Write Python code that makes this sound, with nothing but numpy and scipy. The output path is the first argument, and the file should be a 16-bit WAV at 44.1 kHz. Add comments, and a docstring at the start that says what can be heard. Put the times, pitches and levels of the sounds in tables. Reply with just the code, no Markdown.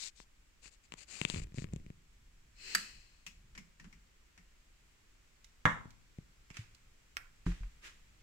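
"""Espresso glass set down on a wooden table

A small quiet room, heard through a phone's left and right microphone ports, with fingers close to the left one.
Fingers slide and tap on the case as filtered noise and short cracks; a sleeve swishes as hiss shaped by arm speed.
Metal snaps and small things click as the glass leaves a lever machine's metal drip tray: cracks, rings, low thuds.
The glass lands with a double knock over decaying table modes; a dry tick and dull bumps follow as the hand lets go."""
import sys
import numpy as np
from scipy import signal
from scipy.fft import rfft, irfft
from scipy.io import wavfile

SR = 44100
rng = np.random.default_rng(int(sys.argv[2]) if len(sys.argv) > 2 else 0)


def transcribe(signal):
    """Save signal, clipped to [-1, 1], as a 16-bit WAV file at the path in sys.argv[1]."""
    frames = np.atleast_2d(signal).T
    limited = np.clip(frames, -1, 1)
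    pcm = np.round(limited * 32767).astype(np.int16)
    wavfile.write(sys.argv[1], SR, pcm)


N = 362618
T = np.arange(N) / SR
RING = T[:int(.6 * SR)]  # time axis of one short event, s


def undb(db):
    """Decibels to gain."""
    return 10 ** (np.asarray(db) / 20)


def unit(x):
    """Scale to rms 1."""
    return x / np.sqrt(np.mean(x ** 2))


def peak(x):
    """Scale to peak 1."""
    return x / np.abs(x).max()


def pan(db):
    """Left and right gains for a level difference, left minus right."""
    return undb(np.array([[db], [-db]]) / 2)


def add(out, s, x):
    """Mix a sound in at time s."""
    start = int(s * SR)
    x = x[..., max(-start, 0):N - start]
    first = max(start, 0)
    out[:, first:first + x.shape[-1]] += x


def at_freq(points, hz):
    """Read (Hz, value) points on a log-frequency axis."""
    f, value = np.transpose(points)
    return np.interp(np.log(np.maximum(hz, 1)), np.log(f), value)


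def colour(x, points, tilt_db=0):
    """Minimum-phase filter of unit power gain through (Hz, dB) points, tilted per octave above 1 kHz."""
    size = 4096
    hz = np.arange(size // 2 + 1) * SR / size
    tilt = tilt_db * np.log2(np.maximum(hz, 1000))
    gain = unit(undb(at_freq(points, hz) + tilt))
    # folding the cepstrum onto positive times makes the filter causal
    cepstrum = irfft(np.log(gain))
    cepstrum[1:size // 2] *= 2
    cepstrum[size // 2 + 1:] = 0
    impulse = irfft(np.exp(rfft(cepstrum)))
    return signal.fftconvolve(np.atleast_2d(x), impulse[None], axes=1)[:, :x.shape[-1]]


def resonate(x, hz, q):
    """Two-pole resonance, gain 1 at its centre."""
    return signal.lfilter(*signal.iirpeak(hz, q, SR), x)


def fade(t60):
    """Exponential decay by 60 dB in t60 seconds."""
    return np.exp(-np.log(1000) * RING / t60)


def ring(modes):
    """Sum of decaying sines from (Hz, dB, t60 s) rows."""
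    return sum(undb(db) * fade(t60) * np.sin(2 * np.pi * hz * RING) for hz, db, t60 in modes)


def soften(x, ms):
    """A contact that lasts longer excites less treble: smooth with a bell-shaped push."""
    push = np.exp(-.5 * (RING[:2048] * 4000 / ms - 2) ** 2)
    return signal.fftconvolve(np.atleast_2d(x), push[None] / push.sum(), axes=1)[:, :len(RING)]


def crack(t60, scatter_db, lag):
    """One impulse, reaching the left port lag s later, plus decaying scatter that differs at the two ports."""
    scatter = rng.standard_normal((2, len(RING))) * fade(t60)
    out = undb(scatter_db) * scatter / np.linalg.norm(scatter, axis=1, keepdims=True)
    out[0, int(max(lag, 0) * SR)] += 1
    out[1, int(max(-lag, 0) * SR)] += 1
    return out


# Small quiet room, how long each band lingers: freq_hz [Hz], t60_s [s]
ROOM_DECAY = [(100, 0.83), (400, 0.48), (1200, 0.35), (4000, 0.33), (8000, .36), (15000, 0.32)]


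def room(x, wet_db):
    """Add the diffuse tail of a small room; the bass is alike at both ports."""
    build_s, split_hz = .008, 350
    hz = np.fft.rfftfreq(len(RING), 1 / SR)
    mid, side = rfft(rng.standard_normal((2, len(RING))))
    field = mid + np.array([[1], [-1]]) * side * np.minimum(hz / split_hz, 1)
    centres, t60s = np.transpose(ROOM_DECAY)
    tail = 0
    for share, t60 in zip(np.eye(len(t60s)), t60s):
        band = field * at_freq(np.c_[centres, share], hz)
        tail = tail + irfft(band, len(RING)) * fade(t60)
    tail = tail * (1 - np.exp(-RING / build_s))
    tail = tail / np.linalg.norm(tail[0])
    return x + undb(wet_db) * signal.fftconvolve(x, tail, axes=1)[:, :N]


# Fingers sliding on the case by the left port: start_s [s], length_s [s], level_db [dB], speed [0-1]
STROKES = [(-.03, 0.14, -41.5, 0.79), (0.144, 0.11, -58.5, 0.97), (0.611, 0.094, -53, 0.03),
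           (0.704, 0.063, -63, 0.3), (.825, 0.048, -64.5, 0), (0.963, 0.093, -51.5, 0.08),
           (1.059, .23, -45.5, 0), (1.25, 0.18, -44.5, 0), (1.413, 0.034, -52.5, 0.1),
           (1.538, 0.12, -53, 0.34)]
# Skin on the case at the lowest and highest speed: freq_hz [Hz], relative_db [dB]
SLOW_RUB = [(300, -10.5), (850, -15), (1250, -12.5), (2100, -4.5), (2650, 0.5), (3400, -10.5), (4600, -2),
            (5600, -10.5), (7300, 1), (9300, -15.5), (11000, -30), (15000, -35)]
FAST_RUB = [(300, -33), (1400, -14.5), (2200, -3.5), (2900, -2.5), (4000, 3), (7800, 1.5), (10000, -20),
            (15000, -28)]


def finger_slides():
    """Skin slips over the case in countless tiny catches, right beside the left port."""
    grain, grain_hz, pan_db = .23, 700, 15
    out = np.zeros((2, N))
    for s, length, db, speed in STROKES:
        count = int(length * SR)
        strengths = np.exp(grain * rng.standard_normal(len(RING)))
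        stick = strengths[(RING * grain_hz).astype(int)]  # each catch keeps its own strength
        catches = (rng.standard_normal((2, len(RING))) * stick)[:, :count]
        slow, fast = colour(catches, SLOW_RUB), colour(catches, FAST_RUB)
        near, other = unit((1 - speed) * slow + speed * fast)
        # the body of the phone shades the far port
        far = colour(other, [(800, 2), (2200, -6.5), (7000, -24.5), (14000, -9)])[0]
        ports = np.array([near, undb(-pan_db) * unit(far)])
        add(out, s, ports * undb(db) * signal.windows.tukey(count, .6))
    return out


# Rumble of the hand around the phone: freq_hz [Hz], relative_db [dB]
GRIP_RUMBLE = [(20, 6.5), (45, 3.5), (90, -6), (170, -12), (300, -28.5), (700, -47.5), (3000, -59.5)]
# The phone shifts in the hand: time_s [s], rumble_db [dB], half_length_s [s]
SHIFTS = [(1.4, -43, .08), (1.73, -46.5, .13), (2.3, -63, .5), (2.96, -54, .035), (3.45, -57, .12),
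          (3.9, -61, .12), (7.7, -68, 1.1)]
GRIP_REST_DB = -80  # a hand held still


def grip_rumble():
    """The holding hand shifts and shakes both ports alike; each shift swells and ebbs."""
    shake = undb(GRIP_REST_DB)
    for s, db, half_s in SHIFTS:
        shake = shake + undb(db) * np.exp(-((T - s) / half_s) ** 2)
    return unit(colour(rng.standard_normal(N), GRIP_RUMBLE)) * shake


# Room tone of the small quiet room: freq_hz [Hz], relative_db [dB]
HUSH = [(20, 4), (45, -1.5), (100, -15), (200, -21), (400, -26.5), (700, -32), (1200, -28.5), (2300, -26.5),
        (3800, -32.5), (6500, -33), (7700, -30.5), (8500, -39.5), (11000, -43.5), (15500, -44.5)]
HUSH_DB, HUSH_RISE_DB_PER_S = -63.6, .3


def room_tone():
    """Faint hiss whose colour wanders slowly at random, over a low murmur of air that both ports share."""
    split_hz, wander_db = 250, -.4
    mid, side = colour(rng.standard_normal((2, N)), HUSH)
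    side = signal.sosfilt(signal.butter(1, split_hz, "high", fs=SR, output="sos"), side)
    hiss = unit(np.array([mid + side, mid - side]))
    for hz in np.geomspace(2000, 8000, num=5):
        wander = np.interp(T, np.linspace(0, T[-1], num=20), rng.standard_normal(20))
        hiss = hiss + (undb(wander_db * wander) - 1) * resonate(hiss, hz, 7.7)
    return hiss * undb(HUSH_DB + HUSH_RISE_DB_PER_S * T)


# The grip slips once in a run of catches
CREAK_S, CREAK_HZ, CREAK_THUMP_DB, CREAK_TICK_DB, CREAK_TICK_HZ = 1.361, 115, -27, -26, 1800
CREAK_GAP_S, CREAK_SLOWING, CREAK_FADE_DB_PER_S = .0105, 1.22, 170


def creak(count=7):
    """Catches of a slipping grip, ever further apart and weaker, as rows like the taps."""
    gaps = CREAK_GAP_S * CREAK_SLOWING ** np.arange(count - 1)
    rows = []
    for delay in np.r_[0, np.cumsum(gaps)]:
        loss = CREAK_FADE_DB_PER_S * delay
        rows.append((CREAK_S + delay, CREAK_THUMP_DB - loss, CREAK_TICK_DB - loss, CREAK_TICK_HZ))
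    return rows


# Faint catches at random while the phone is turned
TURN_START_S, TURN_LENGTH_S = 1.17, .68
TURN_THUMP_DB, TURN_TICK_DB, TURN_SPREAD_DB = -45, -47, 3


def faint_catches(count=12):
    """Small chance catches of the turning grip, as rows like the taps."""
    rows = []
    for when, size in rng.random((count, 2)):
        thump_db = TURN_THUMP_DB + TURN_SPREAD_DB * (2 * size - 1)
        rows.append((TURN_START_S + TURN_LENGTH_S * when, thump_db, TURN_TICK_DB, CREAK_TICK_HZ))
    return rows


# The grip catches and taps on the case: time_s [s], thump_db [dB], tick_db [dB], tick_resonance_hz [Hz]
TAPS = [(0.202, -53, -29.5, 1400), (0.658, -55, -35, 2900), (0.922, -52, -24, 2900),
        (0.939, -44, -24, 1100), (1.215, -26, -13, 2700), (1.2509, -27, -9, 3200), (1.3, -36, -11.5, 4000),
        (1.340, -27, -34, 1700), (1.3453, -34, -19.5, 2400), (1.544, -35, -39, 7000),
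        (1.576, -30.5, -44, 1700), (1.5842, -24.5, -26, 1900), (1.592, -33, -34, 1700),
        (1.621, -29, -34, 1600), (1.6429, -28, -28.5, 1650), (1.7356, -24, -30, 7000),
        (1.7618, -31, -33, 6500), (1.864, -38, -42, 2100), (1.9028, -33, -40.5, 1850),
        (5.856, -36.5, -47, 1000), (6.186, -30.5, -42.5, 2200), (6.507, -40, -54, 2400)]
# A tick at the near port: freq_hz [Hz], relative_db [dB]
TICK = [(200, 3.5), (450, 0), (700, -4), (1000, 2.5), (1500, -7), (2400, 2), (3700, -4), (5000, -12),
        (7500, -5.5), (10000, -21.5), (15000, -34.5)]
CASE_HZ = 155  # thump note of the taps and faint catches
FLEX_PER_TICK = .22  # dB of extra flexing for each dB by which the tick outweighs the thump


def case_taps():
    """Each catch ticks at the near port and thumps the whole case; the case also flexes, mostly under the finger."""
    thump_t60, thump_pan_db, contact_ms = .026, .4, .83
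    far_db, resonance_db, q = -14, 6, 2.2
    flex_db, flex_hz, flex_t60, flex_far = -7, 325, .018, -.69  # the far port flexes in opposite phase
    out = np.zeros((2, N))
    for catches, hz in [(TAPS + faint_catches(), CASE_HZ), (creak(), CREAK_HZ)]:
        for s, thump_db, tick_db, tick_hz in catches:
            tick = colour(crack(.005, -7, -.0005), TICK)
            tick = peak(tick + undb(resonance_db) * resonate(tick, tick_hz, q))
            add(out, s, undb(tick_db) * tick * undb([[0], [far_db]]))
            flex_level = thump_db + flex_db + FLEX_PER_TICK * (tick_db - thump_db)
            flex = np.array([[1], [flex_far]]) * ring([(flex_hz, flex_level, flex_t60)])
            thump = pan(thump_pan_db) * ring([(hz, thump_db, thump_t60)])
            add(out, s, -soften(thump + flex, contact_ms))
    return room(out, -19)


SWISH_FALL = 1.5  # a movement dies away with this power of time


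def swish(movement, spectrum, pan_db, resonances=()):
    """Fibres brush past each other as fast as the arm moves: it gathers speed, then coasts to rest."""
    grain = .31
    _, db, attack_s, release_s = movement
    t = T[:SR]
    fibres = rng.standard_normal((2, SR)) * np.exp(grain * rng.standard_normal(SR))
    hiss = unit(colour(fibres, spectrum))
    for hz, width, peak_db in resonances:
        band = resonate(rng.standard_normal(fibres.shape), hz, hz / width)
        hiss = hiss + undb(peak_db) * unit(band)
    rise = np.sin(np.pi / 2 * np.minimum(t / attack_s, 1)) ** 2
    coast = np.hypot(1, np.maximum(t - attack_s, 0) / release_s) ** SWISH_FALL
    speed = rise / coast
    return unit(hiss) * undb(db) * speed * (1 - t ** 2) * pan(pan_db)


# The arm reaching out: fastest_s [s], level_db [dB], attack_s [s], release_s [s]
REACH = (2.77, -44.8, .245, .068)
# The cuff brushing by: fastest_s [s], level_db [dB], attack_s [s], release_s [s]
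CUFF_SWISHES = [(6.585, -56.5, .08, .035), (7.468, -53.5, .014, .06), (7.865, -51, .06, .026)]
# Cloth of arm and cuff: freq_hz [Hz], relative_db [dB]
ARM_CLOTH = [(100, -19), (220, -7), (400, -5.5), (600, -12.5), (1000, -13.5), (1400, -10), (1950, 2.5),
             (2300, -3), (3000, 1), (3550, -15), (4500, 2.5), (6000, -5.5), (7700, -2), (10500, -30),
             (15000, -24)]
CUFF_CLOTH = [(180, -51), (300, -7.5), (726, -16.5), (1310, -4), (1490, -4), (1650, -1.5), (2560, -2),
              (4390, -10.5), (6620, -11), (15000, -31.5)]
# Narrow bands in the arm's hiss: freq_hz [Hz], width_hz [Hz], relative_db [dB]
ARM_RESONANCES = [(2590, 170, -5), (4210, 120, -5)]


def sleeve():
    """The arm reaches for the glass; later the cuff brushes by as the hand withdraws."""
    out = np.zeros((2, N))
    add(out, REACH[0] - REACH[2], swish(REACH, ARM_CLOTH, 5.5, ARM_RESONANCES))
    for movement in CUFF_SWISHES:
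        add(out, movement[0] - movement[2], swish(movement, CUFF_CLOTH, -.45))
    return out


# A sharp metallic snap: time_s [s], peak_db [dB], tilt_db [dB per octave above 1 kHz]
SNAPS = [(2.7494, -14, 5), (2.7504, -18, 1.5)]
# Its crack: freq_hz [Hz], relative_db [dB]
SNAP_SPECTRUM = [(150, -31), (900, -11), (1250, 3), (1600, 8.5), (2300, 1), (2800, -5), (3500, -11),
                 (4250, -9), (4700, 2), (5300, -9), (5800, -10), (6500, -14), (8100, -12.5), (8900, -13),
                 (9400, -26), (11300, -19.5), (15000, -33)]
# Its ringing metal, relative to each crack: freq_hz [Hz], level_db [dB], t60_s [s]
SNAP_MODES = [(1346, -34, 0.3), (1486, -25.5, 0.17), (1606, -24, .16), (4460, -50, 0.27), (4600, -45, .15),
              (7920, -18, 0.04)]


def snap():
    """Metal catches twice in quick succession and rings."""
    out = np.zeros((2, N))
    for s, db, tilt_db in SNAPS:
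        click = colour(crack(.041, 12, -.00025), SNAP_SPECTRUM, tilt_db)
        add(out, s, undb(db) * (peak(click) + ring(SNAP_MODES)))
    return room(out, -12.5)


# A fingertip peels off the glass: time_s [s], level_db [dB], pitch_hz [Hz], t60_s [s]
JUDDERS = [(6.588, -30, 110, .08)]
# The machine's hollow base answers contacts on the tray, the duller ones more strongly
BASE_HZ, BASE_T60_S, BASE_DB, BASE_DB_PER_TILT = 188, .28, -16, 3.8
SNAP_THUD_DB = -48
HOLLOW_HZ, HOLLOW_T60_S, HOLLOW_DB = 324, .22, -41.5  # the table's hollow note under the first bump


def thuds():
    """Contacts set the hollow base and table sounding, a fingertip judders; each low note swells quickly and dies."""
    rise_s, side_db, q = .0046, -6, 2.9
    onset = 1 - np.exp(-(RING / rise_s) ** 2)
    out = np.zeros((2, N))
    notes = [(SNAPS[0][0], SNAP_THUD_DB, BASE_HZ, BASE_T60_S),
             (BUMPS[0][0], HOLLOW_DB, HOLLOW_HZ, HOLLOW_T60_S)]
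    for s, db, tilt_db in CLICKS:
        if s < LIFTED_S:
            notes.append((s, db + BASE_DB - BASE_DB_PER_TILT * tilt_db, BASE_HZ, BASE_T60_S))
    for s, db, hz, t60 in notes:
        excitation = rng.standard_normal((2, len(RING))) * fade(t60) * onset
        mid, side = resonate(resonate(excitation, hz, q), hz, q)
        add(out, s, undb(db) * peak(mid + undb(side_db) * side * np.array([[1], [-1]])))
    for s, db, hz, t60 in JUDDERS:
        add(out, s, ring([(hz, db, t60)]) * onset)
    return room(out, -18.5)


# Small hard contacts of fingers and glass: time_s [s], peak_db [dB before panning],
# tilt_db [dB per octave above 1 kHz]
CLICKS = [(3.265, -33.5, 2.3), (3.551, -44.5, -1.5), (3.5771, -36, 0), (3.798, -43.5, -1.5),
          (3.843, -47.5, -3.5), (3.927, -47.5, -.5), (4.377, -47.5, -.8), (5.4443, -40.5, 3),
          (5.906, -48, 2.5), (6.503, -39.5, -2), (6.512, -44, -2), (6.544, -44, -2), (6.569, -31.5, -1.5),
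          (6.748, -50, 4), (7.465, -33.5, -7), (7.518, -39.5, -5), (7.633, -44, -7)]
# A click: freq_hz [Hz], relative_db [dB]
CLICK_SPECTRUM = [(150, -7.5), (600, -13), (1100, -4.5), (1500, -4.5), (2100, 0.5), (2900, -2.5),
                  (3600, -9), (4500, -7), (5600, -3.5), (7700, -7.5), (9600, -21), (15000, -26)]
# A contact before the glass is lifted away, and after: rattle_t60_s [s], resonance_hz [Hz at zero tilt],
# left_minus_right_db [dB]
ON_TRAY = (.085, 2100, 3)
ON_TABLE = (.035, 3000, -6)
LIFTED_S = 5
CLICK_TILT_PER_OCTAVE = 8  # a click this much brighter (dB per octave) rings an octave higher


def clicks():
    """Hard little contacts, longer on the metal tray than on the wood; a longer rattle has more scatter."""
    scatter_db, pivot_t60 = 3, .013  # scatter level of a rattle this long
    resonance_db, q = 5, 7
    out = np.zeros((2, N))
    for s, db, tilt_db in CLICKS:
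        t60, hz, pan_db = ON_TRAY if s < LIFTED_S else ON_TABLE
        hz = hz * 2 ** (tilt_db / CLICK_TILT_PER_OCTAVE)
        rattle = crack(t60, scatter_db + 10 * np.log10(t60 / pivot_t60), .0003)
        click = colour(rattle, CLICK_SPECTRUM, tilt_db)
        click = peak(click + undb(resonance_db) * resonate(click, hz, q))
        add(out, s, undb(db) * pan(pan_db) * click)
    return room(out, -10)


# The glass lands on one edge, then flat: time_s [s], peak_db [dB before softening], contact_ms [ms]
LANDINGS = [(5.6544, -10.5, .06), (5.6624, -15.5, 0.088)]
# Glass on the table top, relative to the body level: freq_hz [Hz], level_db [dB], t60_s [s]
TABLE_MODES = [(113, -18, 0.18), (166, -10.5, .22), (207, -18, .25), (291, -17.5, .16), (504, -23, 0.14),
               (601, -19.5, 0.1), (730, -28, .18), (843, -29.5, 0.37), (887, -31.5, .2), (952, -16, .2),
               (944, -15.5, .22), (1136, -14.5, .18), (1204, -17, .26), (1340, -25.5, .22),
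               (1433, -12, 0.15), (1663, -12, 0.14), (1790, -26, .2), (1860, -15.5, .18), (2110, -19, 0.13)]
# The knock on wood: freq_hz [Hz], relative_db [dB]
KNOCK_SPECTRUM = [(80, -9), (140, -2.5), (350, -15), (700, -13), (1000, 3), (1400, 1.5), (2100, -3),
                  (2600, -19.5), (3500, -14.5), (4300, -34.5), (5000, -28), (7500, -25.5), (10000, -44),
                  (15000, -40)]


def glass_landing():
    """The thick base knocks twice on the wood; table top and glass ring briefly."""
    body_db, pan_db = -8, -.5
    knocks, body = np.zeros((2, 2, N))
    for s, db, ms in LANDINGS:
        knock = colour(crack(.04, 4, .0003), KNOCK_SPECTRUM)
        add(knocks, s, undb(db) * soften(pan(pan_db) * peak(knock), ms))
        add(body, s, undb(db + body_db) * pan(-1) * ring(TABLE_MODES))
    return room(knocks, -4.5) + body


# The glass is nudged and its base ticks once on the wood: time_s [s], peak_db [dB before panning]
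NUDGES = [(7.169, -20)]
# That tick: freq_hz [Hz], relative_db [dB]
NUDGE_SPECTRUM = [(200, -9), (750, -14), (1400, 4), (2300, 3.5), (3000, -2), (4400, -10), (5500, -2),
                  (7000, -20), (8500, -10), (9500, -19), (15000, -21.5)]


def glass_nudge():
    """The nudged glass makes a single hard contact, with a room echo thinned around 5 kHz."""
    direct = np.zeros((2, N))
    for s, db in NUDGES:
        tick = colour(crack(.054, -3, .00033), NUDGE_SPECTRUM)
        add(direct, s, undb(db) * pan(-2.9) * peak(tick))
    echo = room(direct, -5) - direct
    return direct + colour(echo, [(1000, 2.5), (2500, -2.5), (5000, -8), (15000, 1.5)]) / 2


# The hand bumps the table as it lets go: time_s [s], level_db [dB], contact_ms [ms], both of the first push
BUMPS = [(7.464, -33.3, 3.15), (7.606, -38.5, 9)]
# The table's lowest modes: freq_hz [Hz], relative_db [dB], t60_s [s]
BUMP_MODES = [(46, 6, .14), (107, -5.5, 0.21), (175, 10, 0.11), (277, 8, 0.058), (440, 7.5, 0.083)]
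REBOUND_S, REBOUND_DB, REBOUND_SOFTER_MS = .022, -1.2, 2.3  # change at each rebound


def bumps(count=3):
    """Soft pushes rebound, weaker and softer each time, and rock the table in its lowest modes."""
    out = np.zeros((2, N))
    for s, db, ms in BUMPS:
        for k in range(count):
            push = soften(ring(BUMP_MODES), ms + k * REBOUND_SOFTER_MS)
            add(out, s + k * REBOUND_S, undb(db + k * REBOUND_DB) * push)
    return room(out, -23)


def scene():
    """All sources at the two ports."""
    phone = finger_slides() + case_taps() + grip_rumble()
    glass = glass_landing() + glass_nudge() + clicks()
    return phone + glass + sleeve() + snap() + thuds() + bumps() + room_tone()


TOP_HZ = 15700


def record(dry):
    """The phone's microphones drop the deepest bass and cut the top."""
    dry = signal.sosfilt(signal.butter(1, 15, "high", fs=SR, output="sos"), dry)
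    return signal.sosfilt(signal.ellip(8, .2, 70, TOP_HZ, fs=SR, output="sos"), dry)


dry = scene()
out = record(dry)
transcribe(out)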